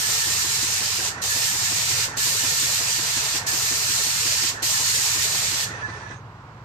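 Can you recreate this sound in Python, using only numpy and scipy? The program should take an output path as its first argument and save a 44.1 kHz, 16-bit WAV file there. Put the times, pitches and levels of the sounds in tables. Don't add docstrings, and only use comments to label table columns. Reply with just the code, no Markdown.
import sys
import numpy as np
from scipy import signal
from scipy.io import wavfile
from scipy.ndimage import uniform_filter1d

SR = 44100
rng = np.random.default_rng(int(sys.argv[2]) if len(sys.argv) > 2 else 0)


def voltage_ratio(decibels):
    exponent = np.asarray(decibels, float) / 20
    return 10 ** exponent


def wav_record(signal):
    frames = np.transpose(np.atleast_2d(signal))
    bounded = np.clip(frames, -1, 1)
    quanta = np.round(bounded * 32767).astype(np.int16)
    wavfile.write(sys.argv[1], SR, quanta)


N = 293104
PORT_LAG_S = 0.000482


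def evened(x):
    return x / np.sqrt(np.mean(x ** 2) + 1e-20)


def read(points, hz):
    f, value = np.transpose(points)
    return np.interp(np.log(hz + 1), np.log(f + 1), value)


def curves(rows):
    s, *columns = np.transpose(rows)
    return [np.interp(np.arange(N) / SR, s, c) for c in columns]


def wander(length_s):
    size = max(int(length_s * SR), 2)
    once = uniform_filter1d(rng.standard_normal(N), size)
    return evened(uniform_filter1d(once, size))


def tone(hz):
    turns = np.cumsum(hz * np.ones(N)) / SR
    return np.sqrt(2) * np.sin(2 * np.pi * (turns + rng.random()))


def resonate(x, hz, width_hz):
    turn = np.exp(2j * np.pi * np.cumsum(hz * np.ones(N)) / SR)
    r = np.exp(-np.pi * width_hz / SR)
    return 2 * (turn * signal.lfilter([1 - r], [1, -r], x / turn)).real


# frequency in Hz, likeness from 0 to 1.
PORT_LIKENESS = [(30, 1), (160, 1), (270, .92), (700, .85), (1200, 0.74), (2500, 0.12), (5000, 0.16),
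                 (9000, 0.0996)]


def noise(spectrum, patchy_db, size=512, tilt_db=None):
    hop = size // 4
    frames, hz = N // hop + 5, np.fft.rfftfreq(size, 1 / SR)
    a, b, c, d, patches = rng.standard_normal((frames, len(hz), 5)).T
    patches = uniform_filter1d(patches, size=4, axis=0)
    patches = evened(uniform_filter1d(patches, size=24, axis=1))
    same = np.clip(read(PORT_LIKENESS, hz), -1, 1)[:, None]
    lag = np.exp(-2j * np.pi * np.maximum(hz - 900, 0) * PORT_LAG_S)[:, None]
    left = a + 1j * b
    right = same * lag * left + np.sqrt(1 - same ** 2) * (c + 1j * d)
    field_db = read(spectrum, hz)[:, None] + patchy_db * patches
    if tilt_db is not None:
        octaves = np.log2((hz[:, None] + 99) / 6000)
        field_db = field_db + octaves * tilt_db[np.minimum(np.arange(frames) * hop, N - 1)]
    z = np.array([left, right]) * voltage_ratio(field_db)
    return evened(signal.istft(z, nperseg=size, noverlap=size - hop)[1][:, :N])


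# frequency in Hz, level in dB per Hz.
YARD_WASH = [(30, -25), (60, -5.5), (110, 1.5), (200, -8.5), (300, -12.5), (600, -15), (1000, -9),
             (1500, -17), (2200, -25.5), (3500, -35), (6000, -39.5), (9000, -42.5), (10500, -51.5),
             (14000, -48)]
# time in seconds, fifth order in Hz, level in dB.
ENGINE_IDLE = [
    (0, 110.5, -52),
    (1.1, 109.8, -53.5),
    (1.66, 112.3, -48.5),
    (3.3, 112.4, -50.5),
    (3.6, 111, -50.5),
    (5.6, 111, -52.5),
    (5.9, 109.7, -48),
    (6.65, 109.5, -55),
]
# engine order, level in dB.
ORDERS = [(3, -10.5), (5, 2.5), (6, 0), (8, -7.5)]
# time in seconds, pitch in Hz, level in dB.
COMPRESSOR_IDLE = [
    (0, 90.8, -52.5),
    (1.3, 91.9, -48),
    (1.5, 92.4, -62),
    (1.65, 95.2, -46.5),
    (3.0, 94.5, -56),
    (3.9, 90.7, -54.5),
    (4.8, 91.4, -54.5),
    (6.1, 93.5, -50.5),
    (6.65, 92.8, -61),
]


def yard():
    hz, db = curves(ENGINE_IDLE)
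    drone = sum(tone(hz * k / 5) * voltage_ratio(db + order_db + 1.9 * wander(0.082)) for k, order_db in ORDERS)
    hz, db = curves(COMPRESSOR_IDLE)
    hz = hz * (1 + 0.0065 * wander(0.092))
    drone += tone(hz) * voltage_ratio(db + 2.0 + 1.2 * wander(0.059))
    drone += tone(2 * hz) * voltage_ratio(db - 9 + 2.1 * wander(0.048))
    drone += tone(122) * voltage_ratio(-58.5)
    late = np.roll(drone, 11)
    return np.array([drone, late]) + noise(YARD_WASH, patchy_db=0.0, size=2048) * voltage_ratio(-44.5)


# start in seconds, length in seconds, pitch in Hz, level in dB.
BIRD_CALL = (6.157, .045, 6520, -58)


def bird():
    s, length, hz, db = BIRD_CALL
    u = np.clip((np.arange(N) / SR - s) / length, 0, 1)
    shape = np.minimum(u * 9, 1) * np.sqrt(1 - u)
    return tone(hz) * voltage_ratio(db) * shape * np.array([[.5], [1]])


CYCLE_S = 0.1812
LABOUR_S = 5.76


def reversals():
    last_s, last_db = 6.099, -34
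    at = np.arange(0.085, last_s - CYCLE_S / 2, CYCLE_S)
    late, louder = rng.standard_normal((len(at), 2)).T
    rows = np.transpose([at + 0.003 * late, -32 + 1 * louder])
    return np.vstack([rows, (last_s, last_db)])


# delay in seconds, frequency in Hz, level in dB, t60 in seconds.
KNOCK_RINGS = [(0.0017, 252, -4, 0.086), (0.0021, 332, -4, 0.093), (0, 473, 0, 0.034), (0, 760, -8.5, .03),
               (.006, 1040, -0.5, 0.042), (.012, 1597, -3.5, 0.046), (.008, 1988, -7.5, 0.094),
               (.022, 1400, -17, 0.035), (.09, 913, -12.5, 0.066), (.09, 425, -3.5, .05)]


def knocks(blows):
    out, t = np.zeros((2, N + SR)), np.arange(4000) / SR
    chance = rng.standard_normal((len(blows), len(KNOCK_RINGS), 2))
    for (s, blow_db), row in zip(blows, chance):
        for (delay, hz, db, t60), (louder, higher) in zip(KNOCK_RINGS, row):
            ring = np.sin(2 * np.pi * hz * (1 + 0.013 * higher) * t)
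            ring *= 1 - np.exp(-t / 0.0027)
            k = round((s + abs(delay)) * SR)
            out[:, k:k + len(t)] += voltage_ratio(blow_db + db + 1.3 * louder - 60 * t / t60) * ring
    return out[:, :N]


def mesh(speed, cycle):
    t = np.arange(N) / SR
    sag = 0.0199 * np.sin(2 * np.pi * (cycle - .05))
    hz = 1803 * speed * (1 + sag + 0.0061 * wander(0.0063))
    note = tone(hz) * voltage_ratio(-50.5 + 2.9 * wander(.012) + 1.9 * wander(0.096))
    surge = sum((t >= pull) * np.exp(-abs(t - pull) / 0.6) for pull, *_ in STROKES)
    strain = (t > LABOUR_S) * (t < LABOUR_S + CYCLE_S)
    bite_db = -38.5 - 16 * (1 - surge) + 16 * strain + 1.6 * wander(0.11)
    peak = np.exp(-.5 * ((cycle - 0.8) / 0.09) ** 2)
    note += tone(1737 * speed) * peak * voltage_ratio(bite_db)
    return np.array([note, np.roll(note, 12)])


# frequency in Hz, width in Hz, level in dB.
HOUSING_MODES = [(1803, 43, -50), (924, 30, -52.5), (1064, 42, -66), (1337, 25, -51), (1438, 39, -59),
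                 (1530, 86, -60), (422.5, 35, -54.5), (6040, 220, -66)]


def housing(speed):
    whine = np.zeros((2, N))
    for hz, width_hz, db in HOUSING_MODES:
        common, own = rng.standard_normal(N), rng.standard_normal((2, N))
        shared = common * [[1], [np.cos(hz * 2 * np.pi * PORT_LAG_S)]]
        whine += voltage_ratio(db) * evened(resonate(0.64 * shared + 0.63 * own, hz * speed, width_hz))
    return whine


# frequency in Hz, level in dB per Hz.
MOTOR_NOISE = [(250, -8.5), (450, -5), (900, -0.5), (1300, -3.5), (1800, -1.5), (2150, -11), (2650, -9),
               (2800, -17.5), (4000, -16), (5200, -22.5), (6000, -13.5), (6800, -21), (9400, -21.5),
               (11000, -41)]
# share of the cycle from 0 to 1, whine in dB, noise in dB.
PISTON_LOAD = [(0, 3.5, -3), (.08, -0.5, 2.5), (.16, 4, -1.5), (.42, 1.5, 0.5), (.55, -4, 0),
               (0.651, 3.5, 0), (.75, 4, -3), (.88, 4, -2), (0.999, -7, 0)]


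def pump():
    t = np.arange(N) / SR
    labour = np.maximum(t - LABOUR_S, 0)
    speed = 1 - 0.12 * labour
    level_db = -11.5 * labour - 330 * np.maximum(t - 6.14, 0)
    blows = reversals()
    at = np.concatenate([[blows[0, 0] - CYCLE_S], blows[:, 0], [blows[-1, 0] + CYCLE_S]])
    cycle = np.interp(t, at, np.arange(len(at))) % 1
    share, whine_db, noise_db = np.transpose(PISTON_LOAD)
    whine = housing(speed) + mesh(speed, cycle)
    whine *= voltage_ratio(np.interp(cycle, share, whine_db))
    motor = noise(MOTOR_NOISE, patchy_db=2.0) * voltage_ratio(-39.5 + np.interp(cycle, share, noise_db))
    return (whine + motor) * voltage_ratio(level_db) + knocks(blows)


# trigger pull in seconds, release in seconds,
# jet level at the start in dB, at the end in dB.
STROKES = [
    (0.0, 1.088, -25, -27),
    (1.214, 2.054, -26, -25),
    (2.165, 3.382, -24, -27),
    (3.461, 4.5, -25.5, -25),
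    (4.62, 5.642, -23.5, -26.5),
]
# frequency in Hz, level in dB per Hz.
JET_HISS = [(500, -47), (1400, -21.5), (2100, -9), (2900, -8), (3250, -10.5), (4200, -5), (5500, -4.5),
            (7200, -1), (8500, -2), (9300, -7), (10200, -12.5), (11500, -9.5), (13500, -10), (14400, -12)]


def gun():
    t = np.arange(N) / SR
    flow, tilt_db = np.zeros(N), np.zeros(N)
    for start, end, first_db, last_db in STROKES:
        since, after = np.maximum(t - start, 0), np.maximum(t - end, 0)
        along = np.clip(since / (end - start), 0, 1)
        opening = 1
        if start:
            filling_db = -4 * np.exp(-since / 0.021)
            opening = np.clip((t - start) / 0.0087, 0, 1) * voltage_ratio(filling_db)
        closing_db = -286 * after - 4.5 * np.tanh(after / 0.018)
        level_db = first_db + (last_db - first_db) * along + closing_db
        flow = np.maximum(flow, opening * voltage_ratio(level_db))
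        tilt_db = np.where(t >= start, 0.5 - 2.0 * along, tilt_db)
    flutter_db = 0.67 * wander(0.033) + 0.34 * wander(0.0027)
    sides = voltage_ratio(np.array([[3], [-3]]) / 2)
    return noise(JET_HISS, patchy_db=1.0, tilt_db=tilt_db) * flow * sides * voltage_ratio(0.5 + flutter_db)


# frequency in Hz, t60 in seconds.
WALL_DECAY, WALL_DB = [(300, 0.089), (3000, 0.22), (7000, 0.29), (12000, 0.085)], -12


def wall(x):
    taps = np.zeros((2, SR // 2))
    slots = np.arange(300, SR // 2 - 20, 20)
    at = slots + rng.integers(0, 20, (2, len(slots)))
    np.put_along_axis(taps, at, rng.choice([-1., 1.], at.shape), 1)
    hz, t, z = signal.stft(taps, SR, nperseg=256)
    decay = voltage_ratio(-60 * t / read(WALL_DECAY, hz)[:, None])
    tail = signal.istft(z * decay, SR, nperseg=256)[1]
    return signal.fftconvolve(x, tail / np.linalg.norm(tail[0]), axes=1)[:, :N]


def scene():
    near = gun() + pump()
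    return near + voltage_ratio(WALL_DB) * wall(near) + yard() + bird()


def low_pass(x):
    return signal.sosfilt(signal.butter(12, 15770, fs=SR, output="sos"), x)


# frequency in Hz, level in dB.
PORT_COLOUR = [(300, 0.3), (900, 1.4), (1400, 5.5), (2500, 7), (4500, 9), (6000, 7), (7500, 4),
               (8600, -1.5), (9200, -16), (9800, -18), (10500, -4), (11200, -9.5), (12500, 3), (14000, 1.5)]
# frequency in Hz, depth in dB.
DROP_DEPTH = [(170, 48), (230, 35), (380, 34.5), (470, 38.5), (800, 38), (1100, 39.5), (2000, 41),
              (3400, 41), (4000, 60), (8800, 60), (9300, 43), (10000, 44), (10400, 53), (14000, 54)]


def record(dry):
    hz, t, z = signal.stft(dry, SR, "cosine", nperseg=2048, noverlap=1024)
    z[1] *= voltage_ratio(read(PORT_COLOUR, hz))[:, None]
    z *= voltage_ratio(-np.clip((hz - 14600) / 4, 0, 90))[:, None]
    power = abs(z) ** 2
    band = np.where(hz < 1500, hz // 86, np.where(hz < 4000, 20 + hz // 172, 50 + hz // 345))
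    member = band[:, None] == band
    band_db = 10 * np.log10(member / member.sum(0) @ power + 1e-16)
    loud_db = 10 * np.log10(power[:, hz > 1000].sum(1, keepdims=True) + 1e-16)
    kept = band_db > loud_db - read(DROP_DEPTH, hz)[:, None]
    z *= np.where(kept, 1, .03)
    mix = signal.istft(z, SR, "cosine", nperseg=2048, noverlap=1024)[1][:, :N]
    return low_pass(mix)


dry = scene()
out = record(dry)
wav_record(out)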